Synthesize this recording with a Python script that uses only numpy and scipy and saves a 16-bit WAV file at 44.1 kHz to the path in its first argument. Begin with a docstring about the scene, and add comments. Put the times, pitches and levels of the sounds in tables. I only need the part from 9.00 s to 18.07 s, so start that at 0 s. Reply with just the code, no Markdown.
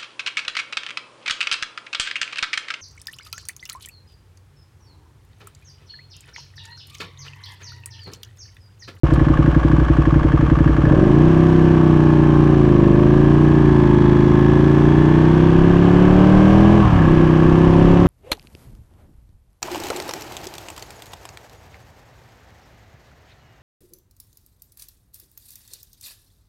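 """A four-cylinder motorcycle with an uneven beat, heard from the rider's seat.
It idles, pulls away on a slipping clutch, gathers speed, shifts up once and drones on.
Puffs of gas make the exhaust pipe and airbox (the air intake's chamber) ring, while the valves
clatter, chirp and hiss in step. Wind and tyre roar grow with road speed.
One small tick comes from the handlebar near the start."""
import sys
import numpy as np
from scipy.fft import rfft, irfft, next_fast_len
from scipy.io import wavfile
from scipy.ndimage import uniform_filter1d, minimum_filter1d, map_coordinates

SR = 44100
rng = np.random.default_rng(int(sys.argv[2]) if len(sys.argv) > 2 else 0)


def log_audio(samples):
    """Write samples as a 16-bit WAV file to the path given in sys.argv[1]."""
    # one column per channel
    frames = np.atleast_2d(samples).T
    # limit to full scale, then quantise
    limited = np.clip(frames, -1, 1)
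    pcm = np.round(limited * 32767).astype(np.int16)
    wavfile.write(sys.argv[1], SR, pcm)


N = 399987


def amp(db):
    """Turn decibels into a gain to multiply by."""
    return 10 ** (np.asarray(db) / 20)


def clock():
    """The time of every sample, in seconds."""
    return np.arange(N) / SR


def curve(rows):
    """Join (time, value) points with straight lines."""
    return np.interp(clock(), *np.transpose(rows))


def ramp(x, start, end):
    """0 at start, 1 at end, straight in between and flat outside."""
    return np.clip((x - start) / (end - start), 0, 1)


def steady(x):
    """Hold the average level at 1 but keep the quick beats."""
    size = SR // 6
    power = uniform_filter1d(uniform_filter1d(x * x, size), size)
    return x / np.sqrt(np.abs(power) + 1e-20)


def wobble(per_s):
    """A smooth curve through per_s random values a second."""
    return map_coordinates(rng.standard_normal(int(N * per_s / SR) + 4), [clock() * per_s])


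def filtered(x, response):
    """Multiply each frequency in x by response(hz)."""
    size = next_fast_len(N + SR // 2)
    return irfft(rfft(x, size) * response(np.fft.rfftfreq(size, 1 / SR)), size)[:N]


def coloured(x, points):
    """Shape the tone of x with (pitch_hz, level_db) points, then steady its level."""
    pitch_hz, level_db = np.transpose(points)
    shape = lambda hz: amp(np.interp(np.log(hz + 1), np.log(pitch_hz), level_db, right=-120))
    return steady(filtered(x, shape))


def ring(x, notes, soft_hz):
    """Pulses, dulled above soft_hz, ring a body's natural notes at a steady level."""
    def response(hz):
        body = sum(gain * 1j * hz * width / (pitch ** 2 - hz ** 2 + 1j * hz * width)
                   for pitch, width, gain in notes)
        return body / (1 + 1j * hz / soft_hz) ** 2 / (1 + (hz / (2 * soft_hz)) ** 4)
    return steady(filtered(x, response))


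def pulses(cycles, places, sizes):
    """A click each time the engine's count of cycles reaches one of the places."""
    at = np.interp(places.ravel(), cycles, np.arange(N))
    sizes = sizes.ravel() * (at > 0) * (at < N - 1)
    i = at.astype(int)
    late = at - i  # each click is shared between two samples
    return (np.bincount(i, sizes * (1 - late), N + 1) + np.bincount(i + 1, sizes * late, N + 1))[:N]


def chatter(cycles, noise_share, count=96, drift_cycles=36):
    """Tiny clicks that return every cycle, slowly changing in strength, mixed with plain noise."""
    places = np.arange(int(cycles[-1]) + 1)[:, None] + rng.random(count)
    strengths = uniform_filter1d(rng.standard_normal(places.shape), drift_cycles, axis=0)
    clicks = steady(pulses(cycles, places, strengths))
    return np.sqrt(1 - noise_share) * clicks + np.sqrt(noise_share) * rng.standard_normal(N)


def road_speed(start_s=4.3, gather_s=2.73):
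    """0 standing still, 1 at full pace; the bike creeps at first."""
    return ramp(clock(), start_s, start_s + gather_s) ** 1.4


# The wind's low rumble: pitch_hz, level_db
WIND_TONE = [(8, -19), (28, -5), (55, -8.5), (110, -12.5), (250, -14), (500, -22.5), (1500, -80.5)]


def wind(breeze_db=-29.5, headwind_db=8, flutter_db=-1.8):
    """Air tumbles round the windscreen, buffeting harder as the bike speeds up."""
    level_db = breeze_db + headwind_db * road_speed() ** 2 + flutter_db * wobble(12)
    return amp(level_db) * coloured(rng.standard_normal(N), WIND_TONE)


# Tyres on asphalt: pitch_hz, level_db
TYRE_TONE = [(300, -8.5), (600, -6), (900, 1.5), (1150, 1.5), (1450, -11.5), (2000, -12.5), (2900, -12),
             (4000, -25.5), (6000, -32), (9000, -44), (15000, -52)]


def tyres(full_pace_db=-30.5):
    """The rolling tyres roar louder with road speed."""
    return amp(full_pace_db) * road_speed() * coloured(rng.standard_normal(N), TYRE_TONE)


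def handlebar_tick(start_s=.136, level_db=-39, fade_s=0.056):
    """One small bright tick that dies away quickly."""
    age_s = clock() - start_s
    tone = [(2500, -43), (4000, -3.0), (5500, -13.0), (8400, -11.0), (11000, -17.5), (15500, -27)]
    fade = (age_s > 0) * amp(level_db - 60 * np.abs(age_s) / fade_s)
    return fade * coloured(rng.standard_normal(N), tone)


# The notes of the clutch plates: pitch_hz, width_hz, gain
CLUTCH_NOTES = [(911, 55, 0.97), (1004, 40, 0.37), (1706, 78, .42), (3296, 120, 0.16)]


def clutch(cycles, valve_force, start_s=4.35, end_s=6.8, fade_s=.4, level_db=-33.5):
    """While the clutch slips, the engine's knocks ring its plates."""
    slip = ramp(clock(), start_s, start_s + fade_s) * ramp(clock(), end_s, end_s - fade_s)
    knocks = chatter(cycles, noise_share=0.2) * (0.92 + valve_force)
    return amp(level_db) * slip * ring(knocks, CLUTCH_NOTES, soft_hz=6000)


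# The valve movements in one engine cycle:
# place_cycles, length_s, revving_size, idle_size, revving_pitch_ratio, idle_pitch_ratio
VALVE_MOVES = [(.2, 0.0035, .15, 1.14, 0.85, 1.485), (0.308, 0.0076, 0.64, 0.43, 1.015, 1.5),
               (0.678, .003, 1, 0.084, 1.03, 0.35), (0.819, 0.0037, 1, 1.5, 1.06, 1.014)]


def valve_moves(cycles, cycles_per_s, above_idle):
    """Each valve movement is a short swell, once a cycle, with its own pitch ratio."""
    for place, length_s, rev_size, idle_size, rev_ratio, idle_ratio in VALVE_MOVES:
        offset_s = ((cycles - place + .5) % 1 - .5) / cycles_per_s  # time from the swell's middle
        size = rev_size * above_idle + idle_size * (1 - above_idle)
        swell = size * np.exp(-(offset_s / length_s) ** 2)
        yield offset_s, swell, rev_ratio * above_idle + idle_ratio * (1 - above_idle)


def valve_chirps(moves, above_idle, level_db, idle_hz=1130, revving_hz=1050):
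    """Each valve lets through a few milliseconds of whistling air."""
    base_hz = idle_hz + above_idle * (revving_hz - idle_hz)
    whistle = sum(swell * np.sin(2 * np.pi * base_hz * ratio * offset_s + 0.56 * wobble(450))
                  for offset_s, swell, ratio in moves)
    return amp(level_db + 1.5 * wobble(25)) * whistle


# The engine's high hiss: pitch_hz, level_db
HISS_TONE = [(1400, -23), (1900, 0), (2350, -1), (2600, -2.5), (3120, -2), (3600, -10), (5000, -17),
             (5650, -15), (6300, -19), (8400, -25.5), (10000, -31.5), (12000, -37), (15500, -36.5)]


def valve_hiss(cycles, valve_force, level_db):
    """A hiss that swells with every valve movement."""
    return amp(level_db) * coloured(chatter(cycles, noise_share=0.76) * (1.6 + valve_force), HISS_TONE)


# The engine's metal case, pulling and idling: pitch_hz, level_db
PULLING_CASE_TONE = [(600, -17), (780, -7.5), (900, -2.5), (1100, -1.5), (1400, -11), (1580, -5),
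                     (1730, -2.5), (1880, -18.5), (2300, -33)]
IDLE_CASE_TONE = [(440, -34), (750, -12), (817, -15.5), (870, -7.5), (1010, -11.5), (1080, -5), (1120, -7),
                  (1350, -16), (1730, -12), (1950, -31), (2200, -26), (2860, -39), (4840, -120)]


def valve_clatter(cycles, valve_force, pulling, level_db):
    """The valves' knocks sound through the engine's case."""
    knocks = chatter(cycles, noise_share=0.36) * (1 + valve_force)
    pull = np.sqrt(pulling) * coloured(knocks, PULLING_CASE_TONE)
    idle = np.sqrt(1 - pulling) * coloured(knocks, IDLE_CASE_TONE)
    return amp(level_db) * (pull + idle)


# The engine's rough edge: pitch_hz, level_db
RASP_TONE = [(550, -30.5), (660, -4), (735, 0), (820, -6.5), (1000, -23)]


def rasp(cycles, level_db):
    """A narrow, rough buzz in step with the engine."""
    return amp(level_db) * coloured(chatter(cycles, noise_share=0.23), RASP_TONE)


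# The growl of air being sucked in: pitch_hz, level_db
INTAKE_TONE = [(330, -20.5), (430, 3), (480, -4.5), (540, 0), (600, 1), (660, -14), (800, -34.5)]


def intake(cycles, throb_db, growl_db):
    """The airbox sucks hardest once a cycle, making a deep throb and a pulsing growl."""
    suck = np.cos(2 * np.pi * (cycles - .45))
    throb = amp(throb_db + 1.8 * wobble(6.6)) * steady(suck)
    air = chatter(cycles, noise_share=0.11) * (1 + 0.44 * suck)
    return throb + amp(growl_db) * coloured(air, INTAKE_TONE)


# The gas puffs in one cycle (a negative size sucks): place_cycles, pull_size, idle_size, idle_scatter_db
GAS_PUFFS = [(0, 1.25, 0.34, 7.5), (0.347, 0.34, 0.2, -5), (0.381, 1.86, 0.63, 3.4), (0.6, .4, 0.04, 4),
             (0.7, -0.48, 0.061, 11.5)]
# The notes of the pipe and airbox, pulling and idling: pitch_hz, width_hz, signed_gain
PULLING_PIPE_NOTES = [(59, 17, 0.5), (81.8, 21, -0.54), (152, 40.2, 0.95), (184.8, 32.6, 0.75),
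                      (297, 82, 0.73), (366, 53.8, -1.096)]
IDLE_PIPE_NOTES = [(60, 6.7, 1.4), (81, 19, -0.57), (146.4, 38, 1.43), (162, 40, -0.35), (270, 73, 0.61),
                   (330.7, 28.6, -1.29)]


def exhaust(cycles, pulling, chugging, boom_db, bark_db, jitter_cycles=.0026, scatter_db=.7):
    """Unevenly spaced puffs ring the pipe; at low engine speed their sizes turn lopsided."""
    place, pull_size, idle_size, idle_scatter_db = np.transpose(GAS_PUFFS)
    chance = rng.standard_normal((int(cycles[-1]) + 1, 2, len(place)))
    places = np.arange(len(chance))[:, None] + place + jitter_cycles * chance[:, 0]
    ride_size = pull_size + np.interp(places, cycles, chugging) * (idle_size - pull_size)
    pull = pulses(cycles, places, ride_size * amp(scatter_db * chance[:, 1]))
    idle = pulses(cycles, places, idle_size * amp(idle_scatter_db * np.tanh(chance[:, 1])))
    gas = np.sqrt(pulling) * ring(pull, PULLING_PIPE_NOTES, soft_hz=520)
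    gas += np.sqrt(1 - pulling) * ring(idle, IDLE_PIPE_NOTES, soft_hz=467)
    boom = filtered(gas, lambda hz: 1 / (1 + (hz / 225) ** 12))  # low notes boom, the rest bark
    return amp(boom_db) * steady(boom) + amp(bark_db) * steady(gas - boom)


# How fast the engine runs (one cycle is two turns of its shaft): time_s, cycles_per_s
ENGINE_SPEED = [(0.0, 11.33), (0.147, 10.95), (0.744, 12.05), (1.297, 11.11), (1.845, 11.36),
                (2.041, 25.25), (2.284, 32.35), (2.641, 32.25), (3.072, 30.19), (3.461, 29.46),
                (3.843, 25.47), (4.423, 29.91), (4.896, 26.94), (5.373, 27.2), (5.966, 29.48),
                (7.436, 38.46), (7.781, 41.84), (8.018, 31.8), (8.305, 31.47), (9.07, 35.08)]
# The rider's throttle: time_s, opening (0 shut, 1 wide open)
THROTTLE_OPENING = [(1.78, 0.21), (1.93, 0.85), (2.3, 0.41), (3.4, 0.29), (3.95, 0.7), (4.5, 0.31),
                    (5.2, .33), (6.8, 0.42), (7.25, 0.83), (7.8, .88), (7.84, 0), (7.97, 0.035), (8.1, .3),
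                    (8.35, .3), (8.85, 0.67)]
# How loud each engine sound is: base_db, high_revs_adds_db, pulling_adds_db, full_throttle_adds_db
BOOM_LEVELS = (-14, 2.5, -1.3, 2.25)
BARK_LEVELS = (-19.5, -4, 6, 2)
THROB_LEVELS = (-44, -4, 11, 11.5)
GROWL_LEVELS = (-35, 1.2, -2.5, 16)
RASP_LEVELS = (-41, 12, -0.5, 4.5)
CLATTER_LEVELS = (-30.5, 4, -1.57, -0.1)
HISS_LEVELS = (-43, 4.5, -0.28, 1.8)
CHIRP_LEVELS = (-26, 1.5, -4, 0.6)


def motorcycle(idle_per_s=12.9, revving_per_s=23.5, smooth_per_s=29.76, high_per_s=38.8):
    """Engine speed sets the beat of every part; speed and throttle set how loud each is."""
    cycles_per_s = curve(ENGINE_SPEED)
    throttle = curve(THROTTLE_OPENING)
    cycles = np.cumsum(cycles_per_s) / SR + .0018 * cycles_per_s  # running count, 1.8 ms ahead
    above_idle = ramp(cycles_per_s, idle_per_s, revving_per_s)
    pulling = above_idle * ramp(throttle, 0, .3)
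    chugging = np.clip(0.23 * (smooth_per_s - cycles_per_s), 0, .85)
    revs = ramp(cycles_per_s, idle_per_s, high_per_s) ** 2
    moves = list(valve_moves(cycles, cycles_per_s, above_idle))
    valve_force = sum(swell for _, swell, _ in moves)

    def level_db(levels):
        base_db, revs_db, pulling_db, throttle_db = levels
        return base_db + revs_db * revs + pulling_db * pulling + throttle_db * throttle

    return (exhaust(cycles, pulling, chugging, level_db(BOOM_LEVELS), level_db(BARK_LEVELS))
            + intake(cycles, level_db(THROB_LEVELS), level_db(GROWL_LEVELS))
            + rasp(cycles, level_db(RASP_LEVELS))
            + valve_clatter(cycles, valve_force, pulling, level_db(CLATTER_LEVELS))
            + valve_hiss(cycles, valve_force, level_db(HISS_LEVELS))
            + valve_chirps(moves, above_idle, level_db(CHIRP_LEVELS))
            + clutch(cycles, valve_force))


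def scene():
    """Bike, tyres, wind and tick together in one channel."""
    return (motorcycle() + tyres() + wind() + handlebar_tick())[None]


def record(dry, start_s=.034, peak_limit=0.83, top_hz=15700):
    """The sound switches on, its tallest peaks are turned down and the highest treble is cut."""
    x = dry[0] * ramp(clock(), start_s, start_s + 0.0014)
    size = SR // 200
    needed_gain = np.minimum(1, peak_limit / (np.abs(x) + 1e-9))
    smooth_gain = uniform_filter1d(minimum_filter1d(needed_gain, size), size)
    return filtered(x * smooth_gain, lambda hz: hz < top_hz)[None]


dry = scene()
out = record(dry)
log_audio(out)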